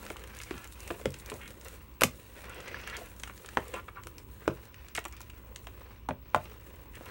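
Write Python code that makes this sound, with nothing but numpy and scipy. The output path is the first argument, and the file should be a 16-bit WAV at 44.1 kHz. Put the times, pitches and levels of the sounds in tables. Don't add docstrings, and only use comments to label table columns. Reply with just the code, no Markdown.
import sys
import numpy as np
from scipy import signal
from scipy.fft import rfft, irfft, next_fast_len
from scipy.io import wavfile
from scipy.ndimage import uniform_filter1d, map_coordinates

SR = 44100
rng = np.random.default_rng(int(sys.argv[2]) if len(sys.argv) > 2 else 0)


def generate_wav(sig):
    pcm = np.round(np.clip(np.atleast_2d(sig).T, -1, 1) * 32767).astype(np.int16)
    wavfile.write(sys.argv[1], SR, pcm)


def gain_from_db(level_db):
    decades = np.asarray(level_db, float) / 20
    return 10 ** decades


N = 313110

# f/Hz, relative level/dB
AIR_SPECTRUM = [(15, -33), (25, 5), (70, 10.5), (157, -3.5), (373, -5), (427, -11.5), (775, -30.5),
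                (988, -8), (1840, -35.5), (2690, -21), (5000, -46), (9320, -36), (13200, -43.5),
                (14800, -40), (16000, -36)]
# t/s, depth/dB, half width/s
WHINE_DIPS = [(3.88, 7.2, 0.11), (6.05, 6.5, 0.21)]
# t/s, squelch level/dB, fine crackle level/dB
STIR_LEVELS = [(0, -51, -58.5), (.69, -57.5, -57), (.9, -53, -59.5), (1.68, -53, -58.5), (1.8, -62, -69.5),
               (2.18, -59.5, -62.5), (2.39, -55.5, -59.5), (2.51, -49.5, -63.5), (2.89, -48, -61),
               (3.22, -57, -60.5), (3.58, -55.5, -61), (3.78, -48.5, -59), (3.86, -60, -68),
               (4.27, -62, -68), (4.51, -54.5, -58.5), (4.73, -61, -69.5), (5.3, -61, -70),
               (5.87, -57.5, -65), (6.11, -70.5, -84), (6.4, -55.5, -63.5), (6.93, -60, -65.5),
               (7.1, -47, -58.5)]
# f/Hz, relative level/dB
SQUELCH_SPECTRUM = [(120, -41.5), (200, -1), (258, -17), (285, -10), (526, -1.5), (652, -11.5), (1410, -11),
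                    (2590, -13.5), (2820, -15.5), (3160, -21), (6000, -27), (7800, -58.5), (13200, -120)]
# f/Hz, relative level/dB
FIZZ_SPECTRUM = [(1470, -16.5), (2500, -15), (3890, 0), (4840, -8), (9440, -2.5), (14800, -11),
                 (15200, -1.5), (16000, -4)]
# t/s, snap peak/dB, body re snap/dB, snap pitch f/Hz
BRIGHT_SNAPS = [(0.0645, -34, 3.5, 6750), (0.1022, -36, 0, 5960), (.167, -36, 3.5, 8010),
                (.194, -42, -4, 6240), (.2378, -37.5, 1, 9540), (.274, -38, -5, 7900),
                (.3486, -37, -27, 7390), (.388, -31.5, -15, 6350), (0.4147, -30.5, -5.5, 6350),
                (0.4342, -28.5, -8, 6300), (0.508, -37.5, 9.5, 6700), (0.578, -39.5, 0, 5410),
                (.6429, -33.5, -6, 9880), (.674, -37, -7, 9360), (.7233, -35.5, -9, 7900),
                (0.804, -31, -27, 8800), (0.8763, -29, -5, 9000), (0.908, -38, 7, 5170),
                (1.056, -26.5, 0, 6200), (1.1048, -36, -22, 8740), (1.141, -31, -4, 5340),
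                (1.2, -36, -27, 8100), (1.26, -32, -27, 9500), (1.2993, -27.5, -2, 8000),
                (1.1877, -39, -23, 10900), (1.4773, -35, -1.5, 8880), (1.505, -35.5, -10, 6600),
                (1.6475, -32.5, -27, 9650), (1.6831, -33.5, -6, 9400), (2.0095, -17, -5, 7920),
                (2.0182, -17.5, 1, 8510), (2.0352, -3, -11.5, 7850), (2.604, -37.5, -3, 6380),
                (2.679, -34.5, -19, 6390), (2.874, -32, -14, 7980), (2.8982, -30.5, -28, 5620),
                (2.9675, -25, -17, 7400), (3.198, -32.5, -9, 6350), (3.2339, -26.5, -2, 5070),
                (3.275, -39, 2.5, 8820), (3.377, -37, -8, 5700), (3.4603, -33.5, -3, 7120),
                (3.488, -34, 3.5, 4930), (3.5713, -35, 3, 6850), (3.7402, -32.5, -6, 6650),
                (4.0356, -38, -1, 7130), (4.0695, -33, -19, 8800), (4.1819, -31.5, -9.5, 6300),
                (4.4774, -30, 1, 5400), (4.7428, -46, 9, 7070), (4.8843, -40, 1, 7960),
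                (4.95, -22, -7, 7200), (4.9633, -24.5, -6, 6700), (4.9745, -30, -1, 7800),
                (4.99, -31, -5, 8500), (5.041, -39, -1, 9810), (5.052, -27, -21, 7950),
                (5.0823, -34.5, -11, 9540), (5.1246, -37, -5, 5700), (5.166, -38, -4, 6700),
                (5.205, -36, -10, 10700), (5.215, -33, -30, 6700), (5.2994, -38.5, 1, 5930),
                (5.56, -27.5, -8.5, 6070), (5.6692, -38.5, 5.5, 5200), (6.088, -33.5, 1.5, 7530),
                (6.346, -27.5, 7.5, 7000), (6.36, -36, 1, 6830), (6.9534, -35, -3, 5600)]
# f/Hz, level/dB, t60/s
BOWL_MODES = [(345, -1.5, 0.12), (422.7, 3.5, 0.065), (520, 3.5, 0.046), (617, -3, 0.059), (689, -3, 0.052),
              (790, -4.5, 0.032), (880, 1, 0.026), (1023, 2, 0.03), (1180, 2, 0.026), (1378, 5.5, 0.02),
              (1455, -13, 0.026), (1700, -0.5, 0.022), (1933, 5, 0.011), (2200, 2.5, 0.022),
              (2477, -0.5, 0.028), (2700, 8, 0.011), (3062, -12, 0.069), (3262, -1, 0.015),
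              (3500, -10.5, 0.015)]
# f/Hz, level/dB, t60/s
TABLE_MODES = [(87.3, -7, 0.27), (134.4, -4.5, 0.2), (187.6, -4.5, 0.13), (245.2, 2, 0.076)]
# t/s, ring peak/dB, strongest pitch f/Hz, focus/(dB/octave), damping/1 (1 = usual)
SPOON_KNOCKS = [(.102, -26, 440, 0, 1.16), (0.16, -33.5, 1180, 14, 1.1), (.402, -31, 2200, 9, 1.2),
                (.51, -25.5, 345, 5, 2.4), (0.541, -31.5, 1510, 4, 2.1), (.904, -21, 397, 3.5, 1.14),
                (.997, -37.5, 650, 9, 1.3), (1.057, -14.5, 590, 5, 2.2), (1.318, -27, 480, 3, 1.13),
                (1.415, -35, 2050, 10, 1.4), (2.009, -23, 1780, 4.5, 0.72), (2.0188, -9, 875, 3.5, 2.3),
                (2.0346, -7.5, 2460, 6.5, 1.44), (2.040, -17.5, 506, 18, 2.1),
                (2.744, -27.5, 1700, 37, 1.2), (2.875, -29.5, 1700, 38, 1.4), (3.2361, -24, 2490, 4.5, 3.6),
                (3.275, -34, 1330, 17, 1.5), (3.297, -32, 1480, 7, 1.4), (3.447, -37.5, 1480, 12, 1.7),
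                (3.5717, -9, 1070, 14.5, 3.2), (3.577, -20.5, 560, 7.5, 1.3), (3.739, -29.5, 525, -1, 0.65),
                (4.071, -30, 1390, 9, 3.5), (4.4779, -9, 520, 6, 2.13), (4.954, -29, 2250, 9, 3),
                (4.957, -25.5, 2130, 6, 1.7), (4.977, -20.5, 1890, 27, 0.67), (4.982, -19, 1060, 6, 2.25),
                (5.0528, -26, 1270, 4, 2.9), (5.058, -28, 960, 6, 1.6), (5.206, -36.5, 1090, 15, 1.2),
                (5.671, -34, 860, 26, 1.6), (5.816, -40, 1010, 19, 1.2), (6.0882, -18.5, 880, 12, 1),
                (6.108, -23.5, 750, 7.5, 1.3), (6.3464, -4.5, 880, 14, 1.6), (6.361, -18.5, 656, 17, 1.7),
                (6.457, -36.5, 2650, 5, 1.9), (7.009, -32, 400, 5, 2.5), (7.063, -39, 1270, 4, 0.63)]
# t/s, peak/dB
TABLE_THUDS = [(0.541, -40), (.904, -44), (1.057, -28.5), (1.317, -41), (2.0179, -27.5), (2.0358, -21.5),
               (3.57, -33.5), (4.478, -26.5), (6.0883, -28.5), (6.107, -32), (6.3458, -29)]
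# t/s, length/s, level/dB, strongest pitch f/Hz
SPOON_SLIDES = [(0.527, 0.14, -53.5, 1300), (0.778, 0.14, -57, 2700), (1.202, 0.066, -64, 2440),
                (1.323, 0.034, -49.5, 580), (1.401, .1, -51.5, 1850), (2.462, 0.083, -52, 1260),
                (2.486, 0.15, -56, 2900), (2.549, 0.054, -51.5, 520), (2.688, 0.054, -55, 2200),
                (2.752, 0.045, -50, 1510), (2.87, 0.055, -47, 1710), (2.919, 0.056, -42.5, 1700),
                (2.941, 0.032, -49, 3300), (2.999, 0.029, -47.5, 570), (3.238, 0.088, -60, 1330),
                (3.74, 0.026, -46.5, 2700), (3.732, 0.016, -37, 540), (3.745, 0.06, -44, 1180),
                (3.88, 0.01, -40.5, 1260), (3.952, 0.051, -46, 1280), (4.053, 0.016, -50, 520),
                (5.124, 0.021, -52, 1480), (6.933, 0.047, -54.5, 2020)]
# f/Hz, t60/s
ROOM_DECAY = [(200, 0.28), (1000, 0.17), (4000, 0.17), (12000, 0.12)]
# f/Hz, level/dB
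MIC_COLOUR = [(30, -8.5), (50, -1), (2200, -1), (2750, -0.5), (3300, -1), (4900, -3), (6500, 1),
              (9200, 0.5), (10400, -2.5), (12000, 1), (15790, 0), (16900, -44)]


def unit(x):
    return x / np.sqrt(np.mean(x ** 2) + 1e-20)


def curves(rows):
    t_s, *columns = np.transpose(rows)
    return [np.interp(np.arange(N) / SR, t_s, column) for column in columns]


def along(points, hz):
    f, value = np.transpose(points)
    return np.interp(np.log(hz + 1), np.log(f + 1), value)


def wobble(rate_hz):
    knots = rng.standard_normal(int(N * rate_hz / SR) + 4)
    return map_coordinates(knots, [np.arange(N) * rate_hz / SR])


def coloured(x, spectrum):
    size = next_fast_len(N + 8192)
    gain = gain_from_db(along(spectrum, np.fft.rfftfreq(size, 1 / SR)))
    return unit(irfft(rfft(x, size) * gain, size)[:N])


def grainy(spread_db, rate_hz, life_s, steady):
    size_db = spread_db * np.minimum(rng.exponential(size=N), 2.5)
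    starts = (rng.random(N) < rate_hz / SR) * gain_from_db(size_db)
    fade = np.exp(-np.arange(int(.03 * SR)) / SR / life_s)
    power = np.abs(signal.fftconvolve(starts ** 2, fade)[:N]) + steady
    return rng.standard_normal(N) * np.sqrt(power)


def ringing(modes, t, weight_db, scatter_db):
    hz, db, t60_s = np.transpose(modes)[:, :, None]
    scatter = scatter_db * rng.standard_normal(hz.shape)
    size = gain_from_db(db + weight_db(hz) + scatter - 60 * t / t60_s)
    phase = .5 * rng.standard_normal(hz.shape)
    swell = (1 - np.exp(-t * hz / 0.45)) ** 2
    ring = -np.sum(size * swell * np.sin(2 * np.pi * hz * t + phase), axis=0)
    return ring / np.abs(ring).max()


def add(track, t_s, sound):
    track[round(t_s * SR):][:len(sound)] += sound


def burst(t, low_hz, high_hz, t60_s):
    band = signal.butter(2, [low_hz, high_hz], "band", fs=SR, output="sos")
    puff = signal.sosfilt(band, rng.standard_normal(len(t)) * gain_from_db(-60 * t / t60_s))
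    return puff / np.abs(puff).max()


def room_air():
    return gain_from_db(-52.0 + 1.1 * wobble(2.2)) * coloured(rng.standard_normal(N), AIR_SPECTRUM)


def mains_hum(t):
    low = gain_from_db(-51.5 + 2.5 * wobble(48)) * np.sin(2 * np.pi * 59.6 * t)
    high = gain_from_db(-60.5 + 1.1 * wobble(4.4)) * np.sin(2 * np.pi * 110.0 * t)
    return low + high


def tube_whine(t):
    start_db, rise_db_per_s = -60, 0.45
    line = np.sin(2 * np.pi * 15734.3 * t) + gain_from_db(-9) * np.sin(2 * np.pi * 15674.3 * t)
    gain_13hz = 1 + 0.38 * np.cos(2 * np.pi * 13.2 * t + 0.34 * wobble(2.2))
    dips_db = sum(depth_db * np.clip(1 - np.abs(t - t_s) / half_width_s, 0, 1)
                  for t_s, depth_db, half_width_s in WHINE_DIPS)
    return gain_from_db(start_db + rise_db_per_s * t - dips_db) * gain_13hz * line


def background():
    t = np.arange(N) / SR
    return room_air() + mains_hum(t) + tube_whine(t)


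def squelching():
    tilt_db_per_octave = 0.59 + 1.24 * wobble(4)
    paste = coloured(grainy(spread_db=3.5, rate_hz=100, life_s=0.0051, steady=1.0), SQUELCH_SPECTRUM)
    hz, t, z = signal.stft(paste, SR, nperseg=512)
    patches = uniform_filter1d(rng.standard_normal(z.shape), size=2, axis=0)
    patches = unit(uniform_filter1d(patches, size=16, axis=1))
    octaves = np.log2(np.clip(hz, 300, 4000) / 1000)[:, None]
    tilt_db = np.interp(t, np.arange(N) / SR, tilt_db_per_octave) * octaves
    return signal.istft(z * gain_from_db(tilt_db + 2.2 * patches), SR, nperseg=512)[1][:N]


def stirring():
    turn_s, crest_s, circling_until_s = 0.424, 0.5, 2.3
    turn_squelch_db, turn_fizz_db = 1, 3.5
    squelch_db, fizz_db = curves(STIR_LEVELS)
    t = np.arange(N) / SR
    turn = np.cos(2 * np.pi * (t - crest_s) / turn_s) * (t < circling_until_s)
    squelch_db = squelch_db + turn_squelch_db * turn + 1.5 * wobble(22)
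    fizz_db = fizz_db + turn_fizz_db * turn + 2.5 * wobble(25)
    fizz = coloured(grainy(spread_db=3.5, rate_hz=140, life_s=0.00069, steady=0.46), FIZZ_SPECTRUM)
    return gain_from_db(squelch_db) * squelching() + gain_from_db(fizz_db) * fizz


def small_pops():
    count, over_crackle_db, spread_db = 40, 19, 3
    usual_hz, top_body_db = 7500, -1
    place, chance = rng.integers(N, size=count), rng.standard_normal((count, 3))
    db = curves(STIR_LEVELS)[1][place] + over_crackle_db + spread_db * chance[:, 0]
    body_db = top_body_db - 7 * np.abs(chance[:, 1])
    snap_hz = usual_hz * np.exp(0.11 * chance[:, 2])
    return list(zip(place / SR, db, body_db, snap_hz))


def bright_snaps():
    out, t = np.zeros(N + SR), np.arange(int(.06 * SR)) / SR
    for t_s, db, body_db, snap_hz in BRIGHT_SNAPS + small_pops():
        snap = burst(t, low_hz=0.5 * snap_hz, high_hz=min(1.37 * snap_hz, 15500), t60_s=0.0027)
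        sizzle = burst(t, low_hz=3460, high_hz=10330, t60_s=0.031)
        body = burst(t, low_hz=1340, high_hz=3340, t60_s=0.013)
        add(out, t_s + 0.00055, gain_from_db(db) * (snap + gain_from_db(-9.5) * sizzle + gain_from_db(body_db) * body))
    return out[:N]


def bowl(t, centre_hz, focus_db, damping):
    modes = [(hz, db, t60_s / damping) for hz, db, t60_s in BOWL_MODES]

    def nearness_db(hz):
        return -focus_db * np.abs(np.log2(hz / centre_hz)) * np.where(hz < centre_hz, 1.5, 1)

    return ringing(modes, t, nearness_db, scatter_db=2.82)


def add_knocks(out, t):
    for t_s, db, centre_hz, focus_db, damping in SPOON_KNOCKS:
        slap = burst(t, low_hz=0.45 * centre_hz, high_hz=1.8 * centre_hz, t60_s=0.075 / damping)
        add(out, t_s, gain_from_db(db) * (bowl(t, centre_hz, focus_db, damping) + gain_from_db(-15) * slap))


def add_thuds(out, t):
    for t_s, db in TABLE_THUDS:
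        add(out, t_s, gain_from_db(db) * ringing(TABLE_MODES, t, np.zeros_like, scatter_db=0.0))


def add_slides(out, t):
    for t_s, length_s, db, centre_hz in SPOON_SLIDES:
        stroke = np.sin(np.pi * np.clip(t / length_s, 0, 1)) ** 0.59
        slips = rng.standard_normal(len(t)) ** 3 * stroke
        slide = signal.fftconvolve(slips, bowl(t, centre_hz, focus_db=12.5, damping=1.0))
        rms = np.sqrt(np.sum(slide ** 2) / (length_s * SR))
        add(out, t_s, gain_from_db(db) * slide / rms)


def spoon():
    out, t = np.zeros(N + SR), np.arange(int(.3 * SR)) / SR
    add_knocks(out, t)
    add_thuds(out, t)
    add_slides(out, t)
    return out[:N]


def room(x):
    wet, step = np.zeros(N + SR), SR // 3
    for start in range(0, N, step):
        hz, t, z = signal.stft(rng.standard_normal(step), SR, nperseg=256)
        decay = gain_from_db(-60 * t / along(ROOM_DECAY, hz)[:, None])
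        tail = signal.istft(z * decay, SR, nperseg=256)[1]
        answer = signal.fftconvolve(x[start:start + step], tail / np.linalg.norm(tail))
        add(wet, start / SR + .003, answer)
    return wet[:N]


def scene():
    knocks, snaps = spoon(), bright_snaps()
    wet = room(gain_from_db(-13.0) * knocks + gain_from_db(-10) * snaps)
    return (knocks + snaps + wet + stirring() + background())[None]


def roll_off(x):
    return signal.sosfilt(signal.butter(12, 16830, fs=SR, output="sos"), x)


def record(dry):
    colour = gain_from_db(along(MIC_COLOUR, np.fft.rfftfreq(N, 1 / SR)))
    mix = irfft(rfft(dry) * colour, N)
    return roll_off(mix)


dry = scene()
out = record(dry)
generate_wav(out)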